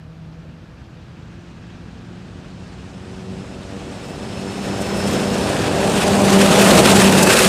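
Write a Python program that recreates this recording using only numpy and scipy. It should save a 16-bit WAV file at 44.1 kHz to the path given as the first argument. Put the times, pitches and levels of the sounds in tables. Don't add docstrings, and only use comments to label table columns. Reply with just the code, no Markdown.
import sys
import numpy as np
from scipy import signal
from scipy.fft import rfft, irfft
from scipy.io import wavfile
from scipy.ndimage import uniform_filter1d

SR = 44100
rng = np.random.default_rng(int(sys.argv[2]) if len(sys.argv) > 2 else 0)


def how_loud(loudness_db):
    steps = np.asarray(loudness_db, float) / 20
    return 10 ** steps


def digitize_waveform(pressure):
    field = np.atleast_2d(pressure).T
    bounded = np.clip(field, -1, 1)
    quanta = np.round(bounded * 32767).astype(np.int16)
    wavfile.write(sys.argv[1], SR, quanta)


N = 329868

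# start in seconds, level in dB.
LEAF_TICKS = [
    (0.1376, -56),
    (0.6294, -68),
    (0.9055, -54),
    (1.2492, -66),
]
# time in seconds, firing rate in Hz, loudness at the bank in dB.
APPROACH = [(0, 158.7, -55), (.4, 162.2, -54), (.8, 166.8, -53.5), (1.5, 172.8, -51.5), (2.2, 178, -50),
            (3, 185.7, -47.5), (3.7, 191.9, -43.5), (4.3, 194, -40), (4.65, 196.9, -36),
            (4.9, 198.7, -32.5), (5.15, 197.5, -29.5), (5.8, 197.2, -27), (6.4, 197.1, -22),
            (6.7, 196.9, -18.5), (6.95, 195, -18.5), (7.15, 190.5, -19), (7.35, 187.3, -17),
            (7.48, 187.2, -18.5)]
# centre in seconds, half length in seconds, dB.
HULL_SLAPS = [(4.33, .02, 0.5), (4.66, .04, 1.5), (5.13, 0.046, 2), (5.28, .05, -1), (6.47, .03, -1.5),
              (6.79, .03, 2.5), (6.83, 0.013, -3.5), (6.86, .012, 2), (6.96, 0.017, -1), (7.31, 0.02, 0),
              (7.35, 0.005, -4), (7.38, 0.011, -2.5), (7.44, 0.018, -1)]

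# time in seconds, shaft rate in Hz.
TURBO_SHAFT = [
    (.6, 2450),
    (1.8, 2532),
    (2.4, 2573),
    (3.0, 2602),
    (4.2, 2634),
    (5.15, 2640),
    (5.3, 2626),
    (5.8, 2624),
]
# time in seconds, whistle level in dB.
INTAKE_FACING = [
    (.6, -88),
    (2.1, -77),
    (3.3, -60),
    (3.92, -58),
    (4.05, -48.5),
    (4.6, -46.5),
    (5.05, -36.5),
    (5.5, -40),
    (5.62, -55),
    (5.8, -79),
]
# centre in seconds, half length in seconds, lift in dB.
WHISTLE_GLINTS = [
    (4.08, .06, 7),
    (4.35, .15, -4),
    (4.64, 0.039, 7),
    (4.82, .06, 7),
    (4.98, .04, 5),
    (5.13, 0.029, 13),
    (5.3, 0.021, 8),
    (5.5, .03, 9),
]

# frequency in Hz, level in dB per Hz.
FAR_SPRAY = [(700, -23), (1150, 1.5), (1400, 0.5), (1650, 0), (1900, -2.5), (2150, -4.5), (2550, -2.5),
             (3000, -4.5), (4600, -8.5), (7300, -15.5), (8600, -18.5), (10500, -31.5), (12000, -43),
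             (15400, -58)]
# frequency in Hz, level in dB per Hz.
NEAR_SPRAY = [(700, -29), (1150, -1), (1400, -1), (1650, -3.5), (1900, -2.5), (2150, -5), (2600, -2.5),
              (3000, -4), (3700, -5.5), (6000, -9), (8600, -6.5), (10500, -11), (13800, -16), (15400, -21)]
# loudness in dB, share of the near colour (0 to 1, beyond extrapolates).
SPRAY_NEARNESS = [(-58, -1.06), (-47, 0.29), (-35.5, 0.57), (-28.5, 0.64), (-9.5, 1.)]
# start in seconds, lift in dB.
CLEAR_GUSTS = [(4.814, 7.5), (4.9694, 5), (5.072, 5), (5.2097, 0), (5.3794, 3.5), (5.4895, 2),
               (6.1694, 2.5), (6.2158, 4.5), (6.6095, 4), (7.1137, 2), (7.228, 9), (7.2994, -4),
               (7.3616, 0)]
# centre in seconds, half length in seconds, dB.
TREBLE_VEILS = [
    (4.7, .05, -2),
    (4.92, .03, -4),
    (5.12, .06, 0.5),
    (5.3, 0.051, -2),
    (5.7, 0.094, -1.5),
    (5.95, .08, 1),
    (7.35, 0.18, 2),
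]
# centre in seconds, half length in seconds, lift in dB.
PIPE_FACING = [
    (1.6, 0.89, 1.8),
    (4.4, 0.042, 4.7),
    (5.6, 0.32, 3),
    (6.62, 0.016, 6.8),
    (7.3, 0.29, 5.1),
]

# frequency in Hz, level in dB per Hz.
FAR_ROAR = [(26, -33), (45, -4), (81, 1.5), (145, -1.5), (180, -7.5), (214, -4), (332, -13.5), (383, -17.5),
            (490, -17.5), (619, -19.5), (704, -20), (1000, -24), (1300, -42), (2200, -120)]
# frequency in Hz, level in dB per Hz.
NEAR_ROAR = [(26, -54), (45, -21.5), (113, -13.5), (145, -9.5), (192, -1.5), (249, -9), (315, -11),
             (378, -4), (425, -8), (643, -8), (714, -13.5), (792, -12.5), (1000, -15.5), (1300, -24),
             (2200, -120)]
# loudness in dB, share of the near colour (0 to 1).
ROAR_NEARNESS = [(-51, 0.), (-42.5, 0.35), (-24, 0.8), (-22, 0.93)]

# multiple of the firing rate, level in dB.
UPPER_ORDERS = [(3, -1.5), (4, -5), (5, -18.5), (6, -26.5)]
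# multiple of the firing rate, level in dB.
HALF_ORDERS = [(.5, -3), (1.5, -2.5), (2.5, -4), (3.5, -9.5), (4.5, -17)]
# centre in seconds, half length in seconds, dB.
FIRING_ECHO = [(.25, 0.62, 12.5), (.8, 0.13, -9), (1.4, 0.29, 4), (2.1, .35, 4.5), (2.7, 0.17, 4),
               (3.3, 0.21, 7.5), (4.08, .18, -15), (4.62, 0.095, 4), (5.6, .3, -6), (6.0, .05, -8),
               (6.3, .17, 4), (6.53, 0.036, -2.5), (6.88, .04, -12), (7.12, 0.052, -2.5), (7.38, .1, -20)]
# centre in seconds, half length in seconds, dB.
SECOND_ORDER_ECHO = [
    (1.15, .3, -3),
    (2.2, 0.5, 0),
    (3.3, .3, 3.5),
    (4.6, 0.13, -6.5),
    (5.45, 0.093, -5),
    (6.75, .18, -22),
    (7.25, .3, -9),
]
# centre in seconds, half length in seconds, dB.
UPPER_ORDERS_ECHO = [
    (.35, 0.44, 5),
    (1.5, 0.64, -12),
    (2.5, 0.33, -15),
    (3.301, .15, -6),
    (4.3, 0.32, 4),
    (5.6, 0.48, 2),
    (6.25, 0.4, 6),
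    (7.05, 0.35, -18),
]
# centre in seconds, half length in seconds, dB.
HALF_ORDERS_ECHO = [
    (.7, 1, -9),
    (2.2, 0.24, -8),
    (2.62, 0.068, -15),
    (3.8, 0.65, 5.5),
    (4.95, 0.11, -6),
    (6.0, 0.13, -13),
    (6.65, 0.24, -12),
    (7.3, 0.34, -18),
]


def evened(x):
    return x / np.sqrt(np.mean(x ** 2) + 1e-20)


def read_spectrum(points, hz):
    f, db = np.transpose(points)
    return np.interp(np.log(hz + 1), np.log(f + 1), db, left=-90, right=-90)


def columns(rows, t):
    s, *values = np.transpose(rows)
    return [np.interp(t, s, v) for v in values]


def bumps(rows, t):
    return sum(db * np.exp(-((t - s) / half_s) ** 2) for s, half_s, db in rows)


def drift(size, top_hz, rate=SR):
    spectrum = rfft(rng.standard_normal(size))
    hz = np.fft.rfftfreq(size, 1 / rate)
    return evened(irfft(spectrum / (1 + (hz / top_hz) ** 2), size))


def scattered(turns, share, top_hz):
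    paths = (drift(N, top_hz) + 1j * drift(N, top_hz)) * np.sqrt(share / 2)
    straight = np.sqrt(1 - share)
    return np.sqrt(2) * ((straight + paths) * np.exp(2j * np.pi * turns)).real


def loudness(t):
    return columns(APPROACH, t)[1]


def spray_level(t):
    return loudness(t) + 0.92 * bumps(HULL_SLAPS, t)


def roar_level(t):
    over_spray_db, away_s, away_db_per_s = 6.5, 6.94, -7.5
    return loudness(t) + over_spray_db + away_db_per_s * np.maximum(t - away_s, 0) + bumps(HULL_SLAPS, t)


def wash(level, clears, far, near, band, size, patchy_db, gust_db, gust_hz):
    hop = size // 4
    frames, hz = N // hop + 5, np.fft.rfftfreq(size, 1 / SR)
    t = np.arange(frames) * hop / SR
    nearness = columns(clears, loudness(t))[0]
    far_db, near_db = read_spectrum(far, hz)[:, None], read_spectrum(near, hz)[:, None]
    colour = how_loud(far_db * (1 - nearness) + near_db * nearness)
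    inside = (hz > band[0]) & (hz < band[1])
    colour /= np.sqrt((colour[inside] ** 2).sum(0))
    a, b, patches = rng.standard_normal((frames, len(hz), 3)).T
    patches = uniform_filter1d(patches, size=9, axis=0)
    patches = evened(uniform_filter1d(patches, size=12, axis=1))
    treble_weight = np.log2(1 + hz / 2500)[:, None]
    gusts = gust_db * treble_weight * drift(frames, gust_hz, SR / hop)
    z = (a + 1j * b) * colour * how_loud(level(t) + patchy_db * patches + gusts)
    return signal.istft(z, nperseg=size, noverlap=size - hop)[1][:N] * 4 / 3


def ticks():
    out, t = np.zeros(N), np.arange(200) / SR
    for s, db in LEAF_TICKS:
        crackle = np.diff(rng.standard_normal(201))
        out[round(s * SR):][:200] += how_loud(db - 9 - 60 * t / .008) * crackle
    return out


def turbo():
    t = np.arange(N) / SR
    turns = np.cumsum(columns(TURBO_SHAFT, t)[0]) / SR
    facing_db = columns(INTAKE_FACING, t)[0]
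    high_db = -64. + 1.3 * (facing_db + 39) + bumps(WHISTLE_GLINTS, t) + 3. * drift(N, 15)
    orders = ((1, facing_db - 6.0), (2, facing_db - 2.5), (3, facing_db - 16.0), (5, high_db + 2.0))
    out = np.zeros(N)
    for k, db in orders:
        out += how_loud(db) * scattered(k * turns, share=.5, top_hz=22. * k)
    return out * (t > .6) * (t < 5.8)


def spray(turns):
    t = np.arange(N) / SR
    near = np.interp(t, [4.2, 7.3], [.25, 1.05])
    puffs = 1 + near * (0.12 * np.cos(2 * np.pi * turns) + 0.018 * np.cos(np.pi * turns / 2))
    tearing = drift(N, 53.0) * np.sqrt(.7) + 0.6 * drift(N, 3.3)
    bursts = how_loud(near * 2.02 * tearing)
    noise = wash(spray_level, SPRAY_NEARNESS, FAR_SPRAY, NEAR_SPRAY, (1200, 5000), size=512,
                 patchy_db=0.88, gust_db=0.17, gust_hz=25.)
    treble = signal.sosfilt(signal.butter(2, 4500., "highpass", fs=SR, output="sos"), noise)
    lift_db = sum(db * np.exp(-((t - s - .004) / .009) ** 2) for s, db in CLEAR_GUSTS)
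    lift_db = lift_db + bumps(TREBLE_VEILS, t)
    pipe = sum(signal.lfilter(*signal.iirpeak(hz, hz / 180, SR), noise) for hz in (1630, 2610))
    noise = noise + (how_loud(bumps(PIPE_FACING, t)) - 1) * pipe
    return how_loud(-1.0) * puffs * bursts * (noise + (how_loud(lift_db) - 1) * treble)


def firing():
    hz = columns(APPROACH, np.arange(N) / SR)[0]
    return np.cumsum(hz * (1 + 0.0043 * drift(N, 10.5))) / SR


def roar(turns):
    t = np.arange(N) / SR
    puffs = evened(1 + 0.028 * np.cos(2 * np.pi * turns) + 0.12 * np.cos(np.pi * turns))
    noise = wash(roar_level, ROAR_NEARNESS, FAR_ROAR, NEAR_ROAR, (230, 1000), size=2048,
                 patchy_db=-0.4, gust_db=0.5, gust_hz=2.2)
    fired = np.diff(np.floor(turns), prepend=0) * (rng.gamma(3., 1, N) - 3.)
    u = np.arange(-200, 201) / SR / .00045
    push = (1 - u ** 2) * np.exp(-u ** 2 / 2)
    kicks = evened(signal.oaconvolve(fired, push, "same"))
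    heard_db = np.interp(t, [3., 6.], [-16., -10.])
    return how_loud(-1.87) * puffs * noise + how_loud(roar_level(t) + heard_db) * kicks


def exhaust(turns):
    t = np.arange(N) / SR
    out = how_loud(3.5 + bumps(FIRING_ECHO, t)) * scattered(turns, share=0.06, top_hz=25.)
    # orders, level over the spray in dB, echo off the water
    families = (([(2, 0.)], -1, SECOND_ORDER_ECHO),
                (UPPER_ORDERS, -6.5, UPPER_ORDERS_ECHO),
                (HALF_ORDERS, -3.5, HALF_ORDERS_ECHO))
    for orders, db, echo in families:
        family = np.zeros(N)
        for k, k_db in orders:
            family += how_loud(k_db) * scattered(k * turns + .02 * k ** 2, share=.15, top_hz=4. * k)
        out += how_loud(db + bumps(echo, t)) * family
    return how_loud(loudness(t)) * out


def scene():
    turns = firing()
    return (ticks() + turbo() + spray(turns) + roar(turns) + exhaust(turns))[None]


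def top_cut(x):
    return signal.sosfilt(signal.butter(12, 15420, fs=SR, output="sos"), x)


def record(dry):
    hiss_db = -82.5
    hiss = signal.lfilter(*signal.butter(2, 9500., fs=SR), rng.standard_normal(N))
    hissing = dry + how_loud(hiss_db + 15.5) * hiss
    cut = signal.sosfilt(signal.butter(4, 42., "highpass", fs=SR, output="sos"), hissing)
    limited = cut / (1 + abs(cut / .97) ** 4) ** .25
    return top_cut(limited)


dry = scene()
out = record(dry)
digitize_waveform(out)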